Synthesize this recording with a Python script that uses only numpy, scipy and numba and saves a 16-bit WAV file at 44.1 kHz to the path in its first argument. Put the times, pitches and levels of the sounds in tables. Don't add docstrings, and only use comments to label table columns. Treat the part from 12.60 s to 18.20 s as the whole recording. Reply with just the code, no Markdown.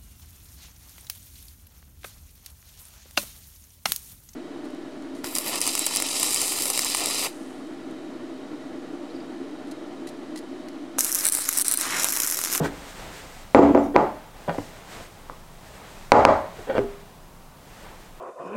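import sys
import numpy as np
from scipy import signal
from scipy.fft import rfft, irfft
from scipy.io import wavfile
from scipy.ndimage import uniform_filter1d
from numba import njit

SR = 44100
rng = np.random.default_rng(int(sys.argv[2]) if len(sys.argv) > 2 else 0)


def master(y):
    cut = np.clip(np.atleast_2d(y).T, -1, 1)
    pcm = np.round(cut * 32767)
    wavfile.write(sys.argv[1], SR, pcm.astype(np.int16))


def elevation(decibels):
    levels = np.asarray(decibels, float)
    return 10 ** (levels / 20)


N = 246959
LEAD = SR // 10


def unit(x):
    return x / np.sqrt(np.mean(x ** 2))


def noise(spectrum):
    hz, db = np.transpose(spectrum)
    f = np.arange(1, N // 2 + 2) * SR / N
    colour_db = np.interp(np.log(f), np.log(hz), db, -120, -120)
    return unit(irfft(rfft(rng.standard_normal(N)) * elevation(colour_db), N))


def walk(rate_hz):
    k = int(SR / rate_hz)
    held = np.repeat(rng.standard_normal(N // k + 1), k)
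    return uniform_filter1d(uniform_filter1d(held, k), k)[:N]


def modes(table):
    t = np.arange(SR) / SR
    response = 0
    for k, (hz, db, t60_s) in enumerate(table):
        decay = 1000. ** (-t / t60_s)
        response = response + (-1) ** k * elevation(db) * np.sin(2 * np.pi * hz * t) * decay
    return response


def through(x, response):
    return signal.fftconvolve(x, response)[:len(x)]


def add(track, s, x):
    i = int(s * SR) + LEAD
    track[i:i + len(x)] += x[:len(track) - i]


def strikes(table):
    track = np.zeros(N + LEAD)
    for s, db in table:
        add(track, s, elevation([db]))
    return track


def thud(hz, cycles, edge_db, push=0.17):
    t = np.arange(SR // 40) / SR
    contact = 1 - np.exp(-(t * hz / push) ** 2)
    board = contact * np.sin(2 * np.pi * hz * t - 1.6) * np.exp(-(t * hz / cycles) ** 2)
    rim = modes([(2150, 10, .004), (3350, 2, .003), (5000, 2, .002), (6500, -3, .002), (8500, -9, .002)])
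    return 1.3 * board + elevation(edge_db) * rim[:len(t)] * (1 - np.exp(-t / .0001))


def knocks():
    # time_s, blow_db, thud_hz, ring_db (as in the four tables below)
    slams = [
        (.9459, 6, 600, -10.5),
        (1.361, 5.5, 676, -17.5),
        (3.5178, 12, 690, -15.5),
        (3.6497, 12, 783, -19.5),
    ]
    taps = [(-.03, -14.5, 418, -5.5), (0.972, -2.5, 374, -14), (0.987, -11, 420, -3.5),
            (1.026, -8, 495, -12.5), (1.087, -17, 301, -5), (1.147, -5.5, 593, -12),
            (1.175, -7.5, 566, -21.5), (1.253, -26, 333, -7.5), (1.355, -12, 410, -4),
            (3.547, -10, 660, -4.5), (3.686, -2.5, 643, -20), (3.841, -23.5, 617, -21)]
    lifts = [
        (1.877, -24, 595, -13.5),
        (1.882, -19, 616, -14),
        (1.893, -12, 670, -31),
        (1.945, -24, 700, -29),
        (1.981, -17.5, 333, -25.5),
        (1.984, -19, 680, -27.5),
        (4.15, -21, 480, -18),
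        (4.189, -11, 418, -30),
        (4.241, -34, 406, -28),
    ]
    ticks = [
        (2.6962, -22, 1020, -25),
    ]
    clacks = [
        (4.1795, -3, 470, -26),
    ]
    kinds = [(clacks, 0.68, -22, 4500), (slams, 1, -29.5, 19000), (taps, 1.4, -23, 9200),
             (lifts, 1.66, -13, 4100), (ticks, 1.7, -12, 9400)]
    edge_db_per_db = 0.49
    click_db = -12
    sound_lag_s = .0015
    direct, sent, blows = np.zeros((3, N + LEAD))
    for table, cycles, edge_db, top_hz in kinds:
        soften = signal.butter(2, top_hz, fs=SR, output="sos")
        for s, db, hz, ring_db in table:
            x = elevation(db) * thud(hz, cycles, edge_db + edge_db_per_db * db)
            x = signal.sosfilt(soften, x)
            heard_s = s + sound_lag_s
            add(direct, heard_s, x)
            add(sent, heard_s, x * elevation(ring_db + 14))
            add(sent, heard_s, elevation([db + ring_db + click_db]))
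            add(blows, heard_s, elevation([db + ring_db]))
    bass_cut = signal.butter(2, 170, "highpass", fs=SR, output="sos")
    return signal.sosfilt(bass_cut, direct), sent, blows


def worktop(direct):
    # pitch_hz, level_db, t60_s
    wood_modes = [(85, -3, .12), (160, -2, .09), (300, -4, .07), (480, -6, .06), (660, -6, .05),
                  (985, -12, .04), (1550, -9, .03), (1900, -8, .03)]
    return elevation(-41) * through(direct, modes(wood_modes))


def ring(rise_ms):
    # centre_hz, level_db, t60_s
    room_bands = [(80.7, 4, 0.57), (130.6, 6, 0.23), (275, 7, 0.35), (471, 1, 0.32), (799, 3, 0.38),
                  (1223, 5, 0.38), (2070, -3, 0.46), (3780, 2, 0.55), (4500, -4, 0.32), (7500, 1, 0.47),
                  (11000, -3, 0.36)]
    t, out = np.arange(SR) / SR, 0
    for hz, db, t60_s in room_bands:
        sos = signal.butter(2, [hz / 1.33, hz * 1.18], "bandpass", fs=SR, output="sos")
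        band = signal.sosfilt(sos, rng.standard_normal(SR))
        out = out + elevation(db) * unit(band) * np.sqrt(hz / 500) * 1000. ** (-t / t60_s)
    out = out * (1 - np.exp(-t * 1000 / rise_ms))
    return out / np.sqrt(np.sum(out ** 2))


def vessels(blows):
    # time_s, level_db
    bottle_blows = [
        (-.03, -20.5),
        (.949, -3.5),
        (.989, -2),
        (1.028, -7.5),
        (1.089, -17.5),
        (1.149, -6.5),
        (1.177, -45),
    ]
    # time_s, level_db
    jar_blows = [
        (4.192, -19),
        (4.243, -20.5),
    ]
    # pitch_hz, level_db, t60_s
    bottle_notes = [(228.5, -12.5, 0.32), (283.5, -5.5, 0.65), (374, -4.5, 0.24), (441, -9, 0.18),
                    (513.4, -13, 0.31), (662, -9, 0.31), (957, -12, 0.096)]
    full_jar_notes = [(401.6, -6.5, 0.28), (480, -6, 0.25), (554, -10, 0.42), (614, -12, 0.55),
                      (675, -9, 0.18), (818, -12, 0.31), (875, -22, 0.67), (974, -1.5, 0.13)]
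    lifted_jar_notes = [(239, -13, 0.19), (402, 0, 0.44), (686, -20, 0.29)]
    s = (np.arange(len(blows)) - LEAD) / SR
    bottles = through(strikes(bottle_blows), modes(bottle_notes))
    full_jars = through(blows * (s > 1.3) * (s < 3.9), modes(full_jar_notes))
    lifted_jar = through(strikes(jar_blows), modes(lifted_jar_notes))
    return bottles + full_jars + lifted_jar


def kitchen():
    # pitch_hz, density_db (per Hz)
    room_colour = [(12, -55), (21, 9), (44, -14), (168, -10), (337, -20.5), (949, -18.5), (1810, -30),
                   (16000, -37.5)]
    return elevation(-46) * noise(room_colour)


def cloth():
    # middle_s, length_s, rub_db, hiss_above_rub_db
    strokes = [(0.055, 0.058, -45, 5), (0.107, 0.6, -45.5, -15), (0.465, 0.92, -43.5, -2.5),
               (1.593, 0.28, -48, -12.5), (1.84, 0.22, -48, -7.5), (2, 0.099, -58.5, 9),
               (2.1, 0.48, -46.5, -4), (2.369, 0.2, -43, -2), (2.577, 0.43, -50.5, -8),
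               (2.805, 0.34, -55, -5), (3.083, 0.078, -68, 13), (3.284, 0.61, -46.5, -5.5),
               (3.992, .1, -50.5, 0), (4.103, 0.71, -46, -7.5), (4.7, 0.98, -58.5, -31),
               (5.24, 0.43, -48.5, -5), (5.43, 0.17, -52.5, -3), (5.58, 0.18, -51, -16)]
    # pitch_hz, density_db (per Hz)
    rub_colour = [(24, -36), (40, 6), (92, -7), (125, -7.5), (450, -5.5), (679, -4), (4000, -21),
                  (6500, -56)]
    hiss_colour = [(1180, -5), (2000, -1.5), (2320, -5.5), (6310, -9.5), (8330, -9.5), (10500, -19.5),
                   (14000, -18), (16000, -31)]
    flicker_db = 1.8
    t = np.arange(N) / SR
    coarse_t = t[::100]
    middle_s, length_s, rub_db, hiss_db = np.transpose(strokes)[:, :, None]
    swell = np.exp(-(2 * (coarse_t - middle_s) / length_s) ** 2) ** 2

    def envelope(db):
        return np.interp(t, coarse_t, np.sqrt(np.sum(swell * elevation(2 * db), axis=0)))

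    hiss = envelope(rub_db + hiss_db) * noise(hiss_colour) * elevation(flicker_db * walk(25.07))
    rub = envelope(rub_db) * noise(rub_colour) * elevation(flicker_db * walk(14))
    return hiss + rub


def drags():
    # loudest_s, build_up_s, level_db, board_note_hz, bright_share_db
    pulls = [
        (.058, 0.056, -34, 394, 2.5),
        (1.356, .02, -20, 450, -11.5),
        (1.895, 0.02, -22, 591, -7.5),
        (3.7, .03, -10.5, 638, -15),
        (3.992, 0.023, -36.5, 410, -12.5),
        (4.102, 0.033, -21, 480, -11),
        (4.17, 0.046, -22, 430, -8.5),
        (5.262, .02, -50.5, 620, 3.5),
    ]
    # pitch_hz, level_db, t60_s
    base_notes = [(935, 1.5, 0.014), (1510, 0.5, 0.02), (1874, -6, 0.025), (2330, -12.5, 0.028),
                  (2780, -18, 0.05), (3270, -9, 0.0099), (4540, -18, 0.0084)]
    slips_per_s, rise_db, fade_db_per_s = 2500, 15.5, 404
    out, t = np.zeros(N + LEAD), np.arange(SR // 5) / SR
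    for s, rise_s, db, hz, bright_db in pulls:
        slips = (rng.random(len(t)) < slips_per_s / SR) * rng.standard_normal(len(t)) + 1e-9
        low = through(slips, modes([(hz, 0, .035), (1.644 * hz, -5, .025)]))
        high = through(slips, modes(base_notes))
        down_db = np.maximum(rise_db * (1 - t / rise_s), fade_db_per_s * (t - rise_s))
        envelope = np.minimum(1, t / 0.0048) * elevation(db - down_db)
        add(out, s - rise_s, envelope * (unit(low) + elevation(bright_db) * unit(high)))
    return out


def booms():
    # start_s, level_db, pitch_hz
    bounces = [
        (.008, -16, 158.4),
        (1.884, -21.5, 168),
        (1.983, -31.5, 105),
        (3.986, -39, 99),
        (4.178, -27.5, 120),
    ]
    t60_s, rise_s = 0.18, 0.002
    out, t = np.zeros(N + LEAD), np.arange(SR) / SR
    for s, db, hz in bounces:
        add(out, s, modes([(hz, db, t60_s)]) * (1 - np.exp(-t / rise_s)))
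    return out


def touching_glass():
    # time_s, level_db
    clinks = [
        (.952, -39),
        (.99, -45),
        (1.027, -47.5),
        (1.125, -59),
        (1.186, -48.5),
    ]
    # pitch_hz, level_db, t60_s
    clink_notes = [(3480, -8, .1), (5370, -10, .1), (7390, 0, .15), (13000, -11, .15)]
    chatter_notes = [(3700, -2, .05), (5450, -2, .05), (5950, 0, .05), (6800, 0, .06), (8800, 0, .08),
                     (10000, -4, .03), (11200, -4, .01), (12500, -5, .03), (13700, -6, .03)]
    start_s, end_s, hits_per_s, chatter_db = 1.18, 1.3, 900, -64
    s = (np.arange(N + LEAD) - LEAD) / SR
    swell = (1 - np.abs(2 * (s - start_s) / (end_s - start_s) - 1)).clip(0)
    hits = (rng.random(len(s)) < hits_per_s / SR) * rng.standard_normal(len(s)) * swell
    chatter = elevation(chatter_db) * through(hits, modes(chatter_notes))
    return through(strikes(clinks), modes(clink_notes)) + chatter


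def scene():
    direct, sent, blows = knocks()
    scrape = drags()
    ringing = through(sent + elevation(-18) * scrape, ring(rise_ms=0.67))
    glass = vessels(blows) + touching_glass()
    near = direct + worktop(direct) + scrape + ringing + glass + booms()
    return (near[LEAD:] + cloth() + kitchen())[None]


@njit
def limiter_gain(x, top, attack, release):
    gain, e = np.empty(len(x)), top
    for i in range(len(x)):
        a = max(abs(x[i]), top)
        e += (a - e) * (attack if a > e else release)
        gain[i] = top / e
    return gain


def band_limit(x):
    return signal.sosfilt(signal.butter(12, 16800, fs=SR, output="sos"), x)


def record(dry):
    late, knee = int(.0015 * SR), 5
    gain = limiter_gain(dry[0], .55, 1 / (.0006 * SR), 1 / (.021 * SR))
    fade_in = np.minimum(1, np.arange(N) / late)
    held = dry * np.roll(gain, late) * fade_in
    saturated = held / (1 + np.abs(held) ** knee) ** (1 / knee)
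    return band_limit(saturated)


dry = scene()
out = record(dry)
master(out)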